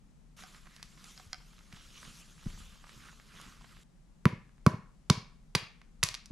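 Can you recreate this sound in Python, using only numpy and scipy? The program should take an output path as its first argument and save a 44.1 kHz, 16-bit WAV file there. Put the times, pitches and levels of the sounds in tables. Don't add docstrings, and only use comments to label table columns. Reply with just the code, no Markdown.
import sys
import numpy as np
from scipy import signal
from scipy.fft import rfft, irfft, next_fast_len
from scipy.io import wavfile
from scipy.ndimage import uniform_filter1d

SR = 44100
rng = np.random.default_rng(int(sys.argv[2]) if len(sys.argv) > 2 else 0)


def dump_mix(stems):
    frames = np.atleast_2d(stems).T
    limited = np.clip(frames, -1, 1)
    pcm = np.round(limited * 32767).astype(np.int16)
    wavfile.write(sys.argv[1], SR, pcm)


N = 278310
TIME = np.arange(N) / SR
SHORT = 4096
SHORT_HZ, SHORT_S = np.fft.rfftfreq(SHORT, 1 / SR), np.arange(SHORT) / SR
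RUSTLE_FROM_S, RUSTLE_TO_S = 0.365, 3.835
USUAL_TWIG_HZ = 1480

# pitch_hz, gain_db
WOOD_COLOUR = [(120, -7), (260, 11.5), (420, 12.5), (720, 11.5), (1100, 11.5), (1500, 8), (2250, 7.5),
               (3100, 3), (4600, 6.5), (6000, 5.5), (8300, -2.5), (10200, 1.5), (12500, -5.5), (15500, -24)]


def amp(db):
    return 10 ** (np.asarray(db) / 20)


def evened(x):
    return x / np.sqrt(np.mean(x ** 2) + 1e-20)


def curve(points, hz):
    pitches, values = np.transpose(points)
    return np.interp(np.log(hz + 1), np.log(pitches), values)


def add(mix, start_s, sound):
    part = mix[round(start_s * SR):][:len(sound)]
    part += sound[:len(part)]


def shaped(x, gain):
    n = next_fast_len(x.shape[-1] + SHORT, real=True)
    return irfft(rfft(x, n) * gain(np.fft.rfftfreq(n, 1 / SR)), n)[..., :x.shape[-1]]


def coloured(x, gain_db):
    log_gain = np.log(amp(np.concatenate([gain_db, gain_db[-2:0:-1]])))
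    response = np.fft.ifft(np.exp(np.conj(signal.hilbert(log_gain)))).real
    return signal.fftconvolve(x, response)[:SHORT]


def stereo(two, colour, likeness):
    n = next_fast_len(two.shape[1], real=True)
    spectra, hz = rfft(two, n), np.fft.rfftfreq(n, 1 / SR)
    blend = np.arcsin(np.clip(curve(likeness, hz), 0, 1)) / 2
    blended = spectra * np.cos(blend) + spectra[::-1] * np.sin(blend)
    return irfft(blended * amp(curve(colour, hz)), n)[:, :two.shape[1]]


def air(level_db=-58, swell_db=0.97, left_db=1.5):
    # pitch_hz, gain_db
    colour = [(12, -35), (20, -13.5), (36, -4), (91, -29), (158, -14.5), (228, -21), (262, -28),
              (328, -33.5), (558, -38.5), (738, -40.5), (802, -40), (3530, -50), (7310, -50),
              (10800, -56.5), (16000, -76)]
    # pitch_hz, likeness (0 to 1)
    likeness = [(60, .8), (250, 0.52), (700, 0.31), (1500, 0.25), (7000, 0.42)]
    steps_s = np.arange(0, N / SR + 1, 0.2)
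    swell = amp(-swell_db * np.interp(TIME, steps_s, rng.standard_normal(len(steps_s))))
    noise = evened(stereo(rng.standard_normal((2, N)), colour, likeness))
    rumble = shaped(noise, lambda hz: curve([(250, 0.98), (700, 0.21)], hz))
    return amp(level_db) * amp([[left_db], [-left_db]]) * (noise + rumble * (swell - 1))


def movement(rise_share=0.54, flatness=2.23, idle_litter_db=-69, idle_cloth_db=-68):
    # middle_s, length_s, litter_db, cloth_db
    moves = [(0.417, 0.11, -58, -59), (0.523, 0.2, -62.5, -64.5), (1.058, .17, -63.5, -61),
             (1.176, 0.2, -65.5, -63.5), (1.78, 0.12, -61, -67.5), (2.084, 0.41, -60, -59),
             (2.56, 0.33, -61, -61), (2.998, 0.34, -60.5, -64), (3.428, 0.24, -57, -62),
             (3.722, 0.29, -66.5, -75)]
    t = TIME[::100]
    power = amp([[idle_litter_db], [idle_cloth_db]]) ** 2
    for middle_s, length_s, litter_db, cloth_db in moves:
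        away = np.maximum((middle_s - t) / rise_share, (t - middle_s) / (1 - rise_share)) / length_s
        power = power + (amp([[litter_db], [cloth_db]]) * np.exp(-away ** flatness)) ** 2
    stirring = np.clip(np.minimum(TIME - RUSTLE_FROM_S, RUSTLE_TO_S - TIME) / 0.0017, 0, 1)
    return [stirring * np.interp(TIME, t, np.sqrt(layer)) for layer in power]


def grains(per_s, spread_db, hiss_db, size=N):
    strength = amp(spread_db * np.minimum(rng.exponential(1, size), 4))
    happens = rng.random(size) < per_s / SR
    clicks = evened(strength * happens * rng.standard_normal((2, size)))
    return evened(clicks + amp(hiss_db) * rng.standard_normal((2, size)))


def scuffed(two, patchy_db, flutter_db):
    bands = signal.stft(two, nperseg=256)[2]
    patches = uniform_filter1d(rng.standard_normal(bands.shape[1:]), size=4, axis=0)
    patches = evened(uniform_filter1d(patches, size=12, axis=1))
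    flutter = evened(uniform_filter1d(rng.standard_normal(bands.shape[2]), size=10))
    return evened(signal.istft(bands * amp(patchy_db * patches + flutter_db * flutter))[1][:, :N])


def rustle(litter, cloth, gain_db=1):
    # pitch_hz, gain_db
    litter_colour = [(200, 3.5), (400, -8), (800, -14.5), (1200, 1), (1800, -6), (3400, -5.5), (5000, -15),
                     (9000, -51)]
    # pitch_hz, gain_db
    cloth_colour = [(800, -8.5), (2500, -3), (4500, 0), (7200, 0), (8600, -7), (11000, -6), (13500, -17),
                    (15000, -33)]
    # pitch_hz, likeness (0 to 1)
    likeness = [(400, 0.74), (3000, 0.94), (7000, 1), (14000, 0.86)]
    crunch = stereo(grains(per_s=500, spread_db=3, hiss_db=3), litter_colour, likeness)
    crunch = litter * scuffed(crunch, patchy_db=3, flutter_db=0.5)
    swish = stereo(grains(per_s=1600, spread_db=3.5, hiss_db=8.5), cloth_colour, likeness)
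    swish = cloth * scuffed(swish, patchy_db=2.5, flutter_db=1.05)
    return amp(gain_db) * (crunch * amp([[-2], [2]]) + swish * amp([[0.54], [-0.54]]))


def fibres(length_ms):
    age = SHORT_S * 1000 / length_ms
    breaks = rng.standard_normal(SHORT) * amp(5.1 * rng.exponential(1, SHORT))
    spectrum = rfft(breaks * np.sqrt(age) * np.exp(-1.3 * age))
    outline = np.sqrt(uniform_filter1d(abs(spectrum) ** 2, size=36) + 1e-20)
    return irfft(spectrum / outline)[:SHORT // 2]


def snaps(rows, gain_db, fall_db, floor_db, softening):
    out = np.zeros(N)
    for start_s, level_db, pitch_hz, length_ms in rows:
        octaves_away = abs(np.log2((SHORT_HZ + 1) / pitch_hz))
        peak_db = np.maximum(-fall_db * length_ms ** softening * octaves_away, floor_db)
        colour_db = peak_db + curve(WOOD_COLOUR, SHORT_HZ)
        add(out, start_s, coloured(fibres(length_ms), gain_db + level_db + colour_db))
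    return out


def trodden_twigs(litter, count=22, small_db=-53, spread_db=3, follow=0.55, spread_octaves=0.55):
    # start_s, level_db, pitch_hz
    loud_twigs = [(.3890, -53, 1620), (.5460, -52.5, 1800), (.6690, -52.5, 1540), (.7640, -53.5, 4130),
                  (.8280, -43.5, 4360), (1.0420, -51.5, 6030), (1.5897, -58.5, 2640), (1.7258, -49.5, 2400),
                  (2.0281, -48, 1460), (2.8412, -51, 1280), (2.8931, -51, 1900), (3.1980, -53.5, 1730),
                  (3.3985, -49.5, 1240), (3.4140, -52.5, 10000), (3.4384, -58, 1290), (3.6430, -52, 1240)]
    when, size, pitch = rng.uniform(-1, 1, (count, 3)).T
    start_s = RUSTLE_FROM_S + (RUSTLE_TO_S - RUSTLE_FROM_S) * (when + 1) / 2
    pressure_db = 20 * np.log10(np.interp(start_s, TIME, litter) / litter.max() + 1e-9)
    level_db = small_db + follow * pressure_db + spread_db * size
    pitch_hz = USUAL_TWIG_HZ * 2 ** (spread_octaves * pitch)
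    return list(loud_twigs) + list(zip(start_s, level_db, pitch_hz))


def twigs(rows, usual_ms=2.18, slowing=0.39):
    breaks = [(start_s, db, hz, usual_ms * (USUAL_TWIG_HZ / hz) ** slowing) for start_s, db, hz in rows]
    return snaps(breaks, gain_db=27, fall_db=4, floor_db=-29, softening=1)


def sticks(ring_db, body_db=-4, fall_db_per_octave=4, tick_db=7, tick_ms=0.36):
    # start_s, level_db, brightest_hz
    knocks = [(.4370, -48, 876), (.4470, -64, 930), (1.177, -51.5, 4220), (1.1990, -52.5, 796),
              (1.3310, -37, 3700), (1.3440, -48, 2000)]
    # pitch_hz, level_db, fade_s (time to fall 60 dB)
    tones = [(740, 4, 0.059), (1290, 8.5, 0.018), (1523, 7.5, 0.026), (2070, 0, 0.03), (2170, 13.5, 0.0055),
             (3230, -2, 0.04), (4250, 5, 0.023), (4820, 16, 0.0069), (5400, 14.5, 0.007),
             (6670, 6.5, 0.0079)]
    out = np.zeros(N)
    attack = 1 - np.exp(-SHORT_S / 0.00011)
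    for start_s, level_db, brightest_hz in knocks:
        add(out, start_s, coloured(fibres(tick_ms), level_db + tick_db + curve(WOOD_COLOUR, SHORT_HZ)))
        for pitch_hz, tone_db, fade_s in tones:
            away_db = fall_db_per_octave * abs(np.log2(pitch_hz / brightest_hz))
            fade = amp(level_db + ring_db + body_db + tone_db - away_db - 60 * SHORT_S / fade_s)
            add(out, start_s, attack * fade * np.sin(2 * np.pi * (pitch_hz * SHORT_S + rng.random())))
    return out


def scrapes(fall_db_per_octave=16):
    # middle_s, level_db, pitch_hz, length_s
    strokes = [(0.773, -65.5, 1910, 0.19), (1.811, -62.5, 3260, 0.16), (1.966, -59, 2920, 0.082),
               (2.694, -66, 3060, 0.23), (3.055, -57.5, 1520, 0.093), (3.533, -65.5, 1320, 0.14)]
    out, t = np.zeros(N), TIME[:SR // 2] - 0.25
    for middle_s, level_db, pitch_hz, length_s in strokes:
        slips = grains(per_s=870, spread_db=7.5, hiss_db=3.5, size=len(t))[0]
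        band = shaped(slips, lambda hz: amp(-fall_db_per_octave * abs(np.log2((hz + 1) / pitch_hz))))
        swell = np.exp(-(2 * t / length_s) ** 2)
        add(out, middle_s + t[0], amp(level_db) * evened(band) * swell)
    return out


def thud(pitch_hz, peak_cycles=1.51, spread_cycles=0.73, settle_db=-13.5, settle_ratio=0.685):
    cycles = pitch_hz * np.arange(SR // 3) / SR
    swing = np.exp(-((cycles - peak_cycles) / spread_cycles) ** 2) * np.sin(2 * np.pi * cycles)
    age = cycles / 0.91
    settle = age * np.exp(1 - age) * np.sin(2 * np.pi * settle_ratio * cycles)
    return swing - amp(settle_db) * settle


def bumps(knock_db=-11, sag_db=-6, scuff_db=19, shudder_db=-22, shudder_s=0.067):
    # start_s, level_db, pitch_hz
    landings = [(1.255, -50, 88.5), (1.729, -44, 152), (2.4591, -28, 162.5), (6.3, -37, 124)]
    out, age = np.zeros(N), TIME[:SR // 2] / shudder_s
    low_band = signal.butter(2, [21, 84], "band", fs=SR, output="sos")
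    for start_s, level_db, pitch_hz in landings:
        shudder = age * np.exp(1 - age) * evened(signal.sosfilt(low_band, rng.standard_normal(len(age))))
        knock = amp(knock_db) * thud(pitch_hz * 1.91)
        sag = amp(sag_db) * thud(pitch_hz * 0.18, peak_cycles=0.63, spread_cycles=0.61)
        muffle_db = -10 * np.log10(1 + (SHORT_HZ / (2.84 * pitch_hz)) ** 4)
        add(out, start_s, amp(level_db) * (thud(pitch_hz) + knock + sag))
        add(out, start_s, coloured(fibres(length_ms=3), level_db + scuff_db + muffle_db))
        add(out, start_s, amp(level_db + shudder_db) * shudder)
    return out


def hump(pitch_hz, octaves):
    return np.exp(-(np.log2((SHORT_HZ + 1) / pitch_hz) / octaves) ** 2)


def log_ring(tilt_db_per_octave, turn_rad, pivot_hz=1090, rise_s=0.00008):
    # pitch_hz, level_db, fade_s (time to fall 60 dB), bend_direction_rad
    tones = [(346, -8.5, 0.017, -0.4), (629.5, -21.5, 0.2, 3.1), (756, -22.5, 0.1, 3),
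             (962, -12.5, 0.059, -0.88), (996, -5.5, 0.083, -0.3), (1124, 2.5, 0.032, 0.73),
             (1273, 4, 0.014, -0.1), (1557, -17, 0.076, -4.9), (2000, -7, 0.0074, -4.86),
             (2060, -4.5, 0.0053, -0.7), (2203, -6, 0.033, 0), (2528, -8, 0.023, 2.43),
             (2980, -18, 0.007, -3.8), (3300, -16.5, 0.027, 2.5), (4100, -20.5, 0.042, 0.5),
             (4680, -9.5, 0.021, 0.5), (4750, -11.5, 0.032, 4.4), (5640, -16, .025, 3.5)]
    out = np.zeros(SHORT)
    for pitch_hz, level_db, fade_s, bend_rad in tones:
        fade = amp(level_db + tilt_db_per_octave * np.log2(pitch_hz / pivot_hz) - 60 * SHORT_S / fade_s)
        tone = np.sin(2 * np.pi * (pitch_hz * SHORT_S + rng.random()))
        out += np.cos(turn_rad - bend_rad) * fade * tone
    return out * (1 - np.exp(-SHORT_S / rise_s))


def blows(ring_db, crack_gain_db=21):
    # start_s, contact_ms, crack_db, brightest_hz, lift_db (boost at that pitch),
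    # log_db, tilt_db_per_octave, turn_rad (these three for the ring), thud_db, thud_hz
    hits = [(4.2551, 1.8, -34, 1950, 14, -25, -3.5, 0.11, -9.5, 173),
            (4.6641, 1.14, -29, 1100, 6.5, -18.5, -3.5, 0.54, -7.5, 170),
            (5.0994, 1.77, -27, 4290, 12.5, -22.5, -2, 0.24, -11, 164.5),
            (5.5506, 1.78, -25.5, 3100, 10.5, -23.5, 6, 1.63, -23.5, 155.6),
            (6.0291, 2.1, -35.5, 3200, 16.5, -31, -3.5, 0.65, -28, 136)]
    out = np.zeros(N)
    for start_s, contact_ms, crack_db, brightest_hz, lift_db, *ring_and_thud in hits:
        log_db, tilt_db_per_octave, turn_rad, thud_db, thud_hz = ring_and_thud
        sharp = amp(crack_db + lift_db * hump(brightest_hz, octaves=1))
        dull = amp(-6.5 + 0.88 * thud_db) * hump(356, octaves=0.65)
        colour_db = curve(WOOD_COLOUR, SHORT_HZ) + 20 * np.log10(np.hypot(sharp, dull))
        add(out, start_s, coloured(fibres(contact_ms), crack_gain_db + colour_db))
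        add(out, start_s, amp(ring_db + log_db) * log_ring(tilt_db_per_octave, turn_rad))
        add(out, start_s, amp(thud_db) * thud(thud_hz))
    return out


def splinters():
    # start_s, level_db, pitch_hz, length_ms
    tears = [(4.4920, -62.5, 1700, 1.6), (4.5790, -63.5, 1675, 2.3), (5.1016, -33.5, 4740, 0.94),
             (5.5574, -33.5, 8900, 1.1), (5.8150, -51, 1920, 1.7), (6.0297, -20, 2526, 1.14),
             (6.0325, -26, 5440, 0.36), (6.0360, -16.5, 7800, 1.34), (6.0475, -31.5, 5900, 1.2),
             (6.0877, -30.5, 4700, 1.6), (6.1420, -31, 4000, 2.6), (6.2579, -46.5, 5950, 3.9)]
    return snaps(tears, gain_db=24, fall_db=8, floor_db=-32.5, softening=0.063)


def woodwork(twig_rows, ring_db):
    return twigs(twig_rows) + sticks(ring_db) + bumps() + blows(ring_db) + splinters()


def direct(x):
    # pitch_hz, left_minus_right_db
    balance = [(60, 2.4), (150, -0.7), (500, -2), (1100, -3), (2400, -3.5), (5500, -2), (10000, 0)]
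    # pitch_hz, lag_rad
    lag = [(100, .01), (500, 0.033), (1100, .38), (2400, 0.67), (5500, 0.62), (10000, 0.67), (13000, 1.7)]

    def sides(hz):
        left = amp(curve(balance, hz) / 2) * np.exp(-0.5j * curve(lag, hz))
        return np.array([left, 1 / left])
    return shaped(x, sides)


def echoes(x):
    # delay_s, level_db, dull_above_hz
    surfaces = [(0.013, -16, 1573), (0.0434, -37, 400), (.0715, -18.5, 300)]
    out = np.zeros(N)
    for delay_s, level_db, dull_above_hz in surfaces:
        bounce = coloured(np.ones(1), level_db - 10 * np.log10(1 + (SHORT_HZ / dull_above_hz) ** 2))
        add(out, delay_s, signal.oaconvolve(x, bounce))
    return out


def forest(x, build_s=0.0036, left_db=0.6):
    # pitch_hz, gain_db
    colour = [(60, -20), (115, -19), (160, -17.5), (260, -18.5), (330, -13), (450, -10), (1100, -10),
              (2400, -8), (5000, -11), (10000, -13), (15000, -17)]
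    # pitch_hz, likeness (0 to 1)
    likeness = [(150, 1), (500, 0.82), (1100, 0.71), (2400, 0.57), (5500, 0.78), (11000, 0.37)]
    # pitch_hz, fade_s (time to fall 60 dB)
    fade_times = [(150, 0.32), (500, 0.35), (1100, 0.44), (2400, 0.43), (5000, 0.36), (10000, 0.25)]
    bounces = stereo(grains(per_s=3300, spread_db=1, hiss_db=0, size=SR), colour, likeness)
    hz, t, bands = signal.stft(bounces, SR, nperseg=256)
    fade = amp(-60 * t / curve(fade_times, hz)[:, None]) * (1 - np.exp(-t / build_s))
    fade /= np.sqrt(SR * np.mean(fade ** 2, axis=1, keepdims=True))
    tail = signal.istft(bands * fade, SR)[1] * amp([[left_db], [-left_db]])
    return signal.fftconvolve(x[None], tail, axes=1)[:, :N]


def scene(sides=3):
    litter, cloth = movement()
    twig_rows = trodden_twigs(litter)
    towards = woodwork(twig_rows, ring_db=0.5) + scrapes()
    scatter = sum(forest(woodwork(twig_rows, ring_db=-1.5)) for _ in range(sides)) / np.sqrt(sides)
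    return direct(towards) + echoes(towards) + scatter + rustle(litter, cloth) + air()


def record(dry):
    low_pass = signal.firwin(511, 15900, window=("kaiser", 9), fs=SR)
    return signal.oaconvolve(dry, low_pass[None], "same")


dry = scene()
out = record(dry)
dump_mix(out)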